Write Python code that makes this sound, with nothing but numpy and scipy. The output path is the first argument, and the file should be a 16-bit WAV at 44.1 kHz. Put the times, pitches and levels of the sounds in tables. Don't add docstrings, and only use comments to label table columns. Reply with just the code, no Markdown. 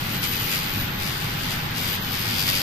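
import sys
import numpy as np
from scipy import signal
from scipy.fft import rfft, irfft, dct, next_fast_len
from scipy.io import wavfile
from scipy.ndimage import uniform_filter1d

SR = 44100
rng = np.random.default_rng(int(sys.argv[2]) if len(sys.argv) > 2 else 0)


def master(y):
    cut = np.clip(np.atleast_2d(y).T, -1, 1)
    pcm = np.round(cut * 32767)
    wavfile.write(sys.argv[1], SR, pcm.astype(np.int16))


def invert_db(level):
    return 10 ** (np.asarray(level, dtype=float) / 20)


N = 115542
PAD = next_fast_len(N + 4096)
HZ = np.maximum(np.arange(PAD // 2 + 1) * SR / PAD, 1)
TIME = np.arange(N) / SR
ALONG = TIME / TIME[-1]
SWEEP_HZ, PULSE_HZ = 94.73, 13995.5
CUTOFF_HZ = 14230


def rms_one(x):
    return x / np.sqrt(np.mean(x ** 2) + 1e-20)


def at_hz(points):
    hz, level_db = np.transpose(points)
    return np.interp(np.log(HZ), np.log(hz), level_db)


def filtered(x, response):
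    return irfft(rfft(x, PAD) * response, PAD)[..., :N]


def causal(db):
    cepstrum = irfft(np.log(invert_db(db)), PAD)
    cepstrum[..., 1:PAD // 2] *= 2
    cepstrum[..., PAD // 2 + 1:] = 0
    return np.exp(rfft(cepstrum))


def coloured(x, spectrum):
    # (frequency [Hz], difference [dB])
    left_lean = [(60, -1.5), (130, 0), (290, 0), (640, 2), (1400, -2), (3070, 0), (6730, 10), (14800, 2.5)]
    lean_db = at_hz(left_lean) * [[.5], [-.5]]
    out = filtered(x, causal(at_hz(spectrum) + lean_db))
    return out / np.sqrt(np.mean(out.mean(axis=0) ** 2))


def drift(rate_hz, channels=1):
    noise = rng.standard_normal((channels, PAD))
    return rms_one(filtered(noise, 1 / (1 + (HZ / rate_hz) ** 2)))


def about_mean(curve):
    level_db = np.interp(TIME, *np.transpose(curve))
    return level_db - level_db.mean()


def fan():
    # (frequency [Hz], level [dB])
    air_colour = [(25, -7), (70, -6.5), (130, -0.5), (220, -5), (400, -14), (600, -16), (1500, -11),
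                  (2500, -12.5)]
    # (frequency [Hz], correlation [-1 to 1])
    likeness = [(130, 1), (290, 0.87), (600, -0.42), (1400, .05)]
    # (frequency [Hz], width [Hz], level [dB])
    cabinet_hum = [(110.5, 12, -40.5), (159.4, 24, -42.5), (831, 100, -47)]
    # (time [s], level [dB])
    gusts = [(0.0, -35), (0.02, -32), (0.58, -33.5), (0.6, -36), (0.81, -28), (0.87, -32), (1.12, -32.5),
             (1.2, -33), (1.37, -32), (1.83, -32.5), (1.87, -30.5), (1.92, -33), (2.44, -33), (2.47, -31),
             (2.49, -32), (2.62, -36.5)]
    roar_db, hiss_db, cut_hz = -29.5, -26, 4210
    gust_share, gust_top_hz = 0.88, 298

    mid, side = rng.standard_normal((2, PAD))
    alike = np.clip(at_hz(likeness), -1, 1)
    air = filtered(mid, np.sqrt(1 + alike)) + filtered(side, np.sqrt(1 - alike)) * [[1], [-1]]
    air = filtered(air, invert_db(hiss_db) + 1 / (1 + (HZ / cut_hz) ** 6))
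    roar = invert_db(roar_db) * coloured(air, air_colour)
    for hz, width_hz, level_db in cabinet_hum:
        hum = filtered(rng.standard_normal(PAD), 1 / (1 + (2 * (HZ - hz) / width_hz) ** 2))
        roar = roar + invert_db(level_db) * rms_one(hum)
    bass = filtered(roar, 1 / (1 + (HZ / gust_top_hz) ** 4))
    return roar + bass * (invert_db(gust_share * about_mean(gusts)) - 1)


def pulse_whine():
    # (time [s], level [dB])
    whine_level = [(0.0, -42), (0.25, -40.5), (0.32, -36), (0.56, -42.5), (0.61, -49), (0.81, -36),
                   (0.87, -45), (1.6, -49), (1.73, -49), (1.77, -46), (1.95, -37), (1.99, -53), (2.03, -41),
                   (2.22, -42), (2.25, -47), (2.31, -44), (2.56, -38.5), (2.62, -50)]
    # (multiple of the sweep rate [1], level [dB])
    sidebands = [
        (-1, -13),
        (1, -14),
        (2, -19),
    ]
    wander_depth, wander_hz = .35, 25.5
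    left_db, right_db = -33, -45

    carrier = np.exp(2j * np.pi * PULSE_HZ * TIME)
    throb = 1 + sum(invert_db(db) * np.exp(2j * np.pi * k * SWEEP_HZ * TIME) for k, db in sidebands)
    chance = drift(wander_hz, channels=4)
    wander = 1 + wander_depth * (chance[:2] + 1j * chance[2:])
    tone = (carrier * throb * wander).real * invert_db([[left_db], [right_db]])
    return invert_db(about_mean(whine_level)) * tone


def burn():
    # (time [s], level [dB])
    burn_level = [(0.0, -41.5), (0.17, -34.5), (0.36, -34.5), (0.57, -31), (0.66, -37), (0.811, -35.5),
                  (0.888, -47), (0.959, -52), (1.019, -32.5), (1.36, -40.5), (1.4, -37.5), (1.52, -34.5),
                  (1.72, -49), (1.778, -31.5), (1.951, -34), (2.0, -44), (2.21, -32.5), (2.62, -30)]
    # (time [s], half length [s], level [dB])
    spots = [(0.202, 0.023, -6), (0.241, .018, 6), (.53, 0.042, 1), (0.774, 0.017, -1),
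             (1.191, 0.041, -0.5), (1.513, 0.018, 2), (1.615, .03, 1), (2.042, 0.0089, 2.5),
             (2.136, 0.02, 2), (2.247, 0.024, -1.5), (2.401, .03, 3.5), (2.491, 0.011, 3),
             (2.57, 0.025, 3.5)]
    flicker_db, flicker_hz = 1.0, 16

    s, level_db = np.transpose(burn_level)
    mean_db = level_db.mean()
    spots_db = sum(db * np.exp(-((TIME - at) / half) ** 2) for at, half, db in spots)
    swing_db = np.interp(TIME, s, level_db) - mean_db + spots_db
    return mean_db, swing_db + flicker_db * drift(flicker_hz), spots_db


def surface(fresh):
    memory_sweeps = 14.0
    kept = np.exp(-1 / memory_sweeps)
    comb = 1 / (1 - kept * np.exp(-2j * np.pi * HZ / SWEEP_HZ))
    pattern = rms_one(filtered(rng.standard_normal((2, PAD)), comb))
    return np.sqrt(1 - fresh ** 2) * pattern + fresh * rng.standard_normal((2, N))


def edge_snaps():
    # (time [s], place in the sweep [s])
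    far_edge = [(0, .0096), (.45, .00971), (.95, .00968), (1.3, .00974), (1.75, .00981), (1.95, .00981),
                (2.3, .00967), (2.62, .00963)]
    # (time [s], place in the sweep [s])
    near_edge = [(0, .00763), (.35, .0076), (.55, .00745), (1.1, .00743), (1.35, .00723), (1.74, .00706),
                 (1.78, .00692), (1.97, .00694), (2.03, .00707), (2.62, .00722)]
    # (direct sound [s], echo off the bench [s])
    right_lag_s = (.00015, .00156)
    spread_db, jitter_s = 1.3, 1.6e-5

    starts = np.arange(-1, N / SR * SWEEP_HZ - 1) / SWEEP_HZ
    out = np.zeros((2, 3, N + SR))
    for edge, track in enumerate((far_edge, near_edge)):
        chance = rng.standard_normal((len(starts), 2))
        size = -invert_db(spread_db * chance[:, 0])
        arrival_s = starts + np.interp(starts, *np.transpose(track)) + jitter_s * chance[:, 1]
        for path, lag_s in enumerate((0, *right_lag_s)):
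            at = (arrival_s + lag_s) * SR
            whole = np.floor(at).astype(int)
            for tap in range(-4, 6):
                out[edge, path, whole + tap] += size * np.sinc(whole + tap - at)
    return out[..., :N]


def at_ears(snaps, strengths, far_fade_db):
    far, near = snaps
    far_gain, near_gain = np.split(invert_db(strengths), 2, axis=1)
    far = far * invert_db(far_fade_db * (ALONG - 2.0))
    ears = np.array([[0.96, 0, 0.15], [0.032, 0.99, 0.87]])
    return ears @ (far * far_gain + near * near_gain)


def sizzle(snaps, swing_db):
    # (far edge [dB], near edge [dB])
    edge_strengths = [
        (17, 21),
        (6, 12),
        (12, 18),
    ]
    # (frequency [Hz], level per Hz [dB])
    sizzle_colour = [(6000, -26), (7300, -14), (8000, -18), (9200, -13.5), (11000, -10), (12300, -5.5),
                     (13300, -5.5), (14150, -4.5)]
    follows = 0.94

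    buzz = surface(fresh=.72) + at_ears(snaps, edge_strengths, far_fade_db=-5)
    below_pulse = filtered(buzz, HZ < PULSE_HZ / 2)
    mirrored = below_pulse * np.cos(2 * np.pi * PULSE_HZ * TIME)
    return coloured(mirrored, sizzle_colour) * invert_db(follows * swing_db)


def crackle(snaps, swing_db):
    # (far edge [dB], near edge [dB])
    edge_strengths = [
        (25, 18),
        (17, 13),
        (10, 6),
    ]
    # (frequency [Hz], level [dB])
    snap_tilt = [(2000, -2), (4000, 0), (6000, 5), (9000, 9)]
    # (frequency [Hz], width [Hz], first level [dB], last level [dB])
    wall_ring = (4770, 260, 1, 12.5)
    # (frequency [Hz], level per Hz [dB])
    crackle_colour = [(500, -10), (1200, -21.5), (2200, -2), (3300, -2.5), (4700, -7.5), (6000, -13),
                      (7500, -21), (10000, -29.5)]
    snap_db = -5
    grit_follows = 0.93

    struck = at_ears(snaps, edge_strengths, far_fade_db=0) * invert_db(swing_db + snap_db)
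    struck = filtered(struck, causal(at_hz(snap_tilt)))
    hz, width_hz, first_db, last_db = wall_ring
    resonance = 1 / (1 + 1j * (HZ ** 2 - hz ** 2) / (HZ * width_hz))
    ring = filtered(struck * invert_db(first_db + (last_db - first_db) * ALONG), resonance)
    grit = surface(fresh=.7) * invert_db(grit_follows * swing_db)
    return coloured(grit + struck + ring, crackle_colour)


def laser():
    mean_db, swing_db, spots_db = burn()
    snaps = edge_snaps() * invert_db(.6 * spots_db)
    burning = invert_db(5.5) * crackle(snaps, swing_db) + invert_db(2) * sizzle(snaps, swing_db)
    return invert_db(mean_db) * burning + pulse_whine()


def scene():
    return fan() + laser()


def coarse_rounding(x):
    # (frequency [Hz], step [dB])
    coarseness = [(300, -10), (1500, 1.5), (2800, 4.5), (4700, -3), (6200, 0), (8000, 4), (10500, 3),
                  (13900, 1)]
    hop, band_bins, block_start = 1024, 16, 416
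    spread_db, shared = 8, .55

    count, half = N // hop + 3, hop // 2
    window = signal.windows.kaiser_bessel_derived(2 * hop, 4 * np.pi)
    lead = 2 * hop - block_start
    padded = np.pad(x, ((0, 0), (lead, (count + 1) * hop - N - lead))).reshape(2, -1, hop)
    frames = np.concatenate([padded[:, :-1], padded[:, 1:]], axis=2) * window
    a, b, c, d = np.split(frames, 4, axis=2)
    folded = np.concatenate([-c[..., ::-1] - d, a - b[..., ::-1]], axis=2)
    lines = dct(folded, type=4, norm="ortho")

    power = np.mean(lines.reshape(2, count, -1, band_bins) ** 2, axis=3)
    level_db = 10 * np.log10(uniform_filter1d(power, size=5, axis=1) + 1e-14)
    chance = uniform_filter1d(rng.standard_normal(level_db.shape), size=3, axis=1)
    level_db += shared * (level_db.max(axis=0) - level_db) + spread_db * chance
    hz = (np.arange(hop) + .5) * SR / 2 / hop
    step = invert_db(np.repeat(level_db, band_bins, axis=2) + np.interp(hz, HZ, at_hz(coarseness)))
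    lines = np.sign(lines) * np.floor(np.abs(lines) / step + .4) * step * (hz < CUTOFF_HZ)

    back = dct(lines, type=4, norm="ortho")
    late, early = back[..., :half], back[..., half:]
    blocks = np.concatenate([early, -early[..., ::-1], -late[..., ::-1], -late], axis=2) * window
    joined = (blocks[:, :-1, hop:] + blocks[:, 1:, :hop]).reshape(2, -1)
    return joined[:, lead - hop:lead - hop + N]


def high_ticks():
    # (time [s], level [dB])
    tick_levels = [(.2315, -32), (.242, -24), (.2527, -24), (.745, -36), (1.508, -30), (1.62, -36)]
    s, level_db = np.transpose(tick_levels)
    clicks = np.zeros(N)
    clicks[(s * SR).astype(int)] = invert_db(level_db)
    band = np.exp(-((HZ - CUTOFF_HZ) / 480) ** 2)
    return filtered(clicks, band) * invert_db([[9], [3]])


def roll_off(x):
    return signal.sosfilt(signal.butter(12, 15390, fs=SR, output="sos"), x)


def record(dry):
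    overload, offset = .75, -.0026
    rounded = coarse_rounding(overload * np.tanh(dry / overload))
    mix = rounded + offset + high_ticks()
    return roll_off(mix)


dry = scene()
out = record(dry)
master(out)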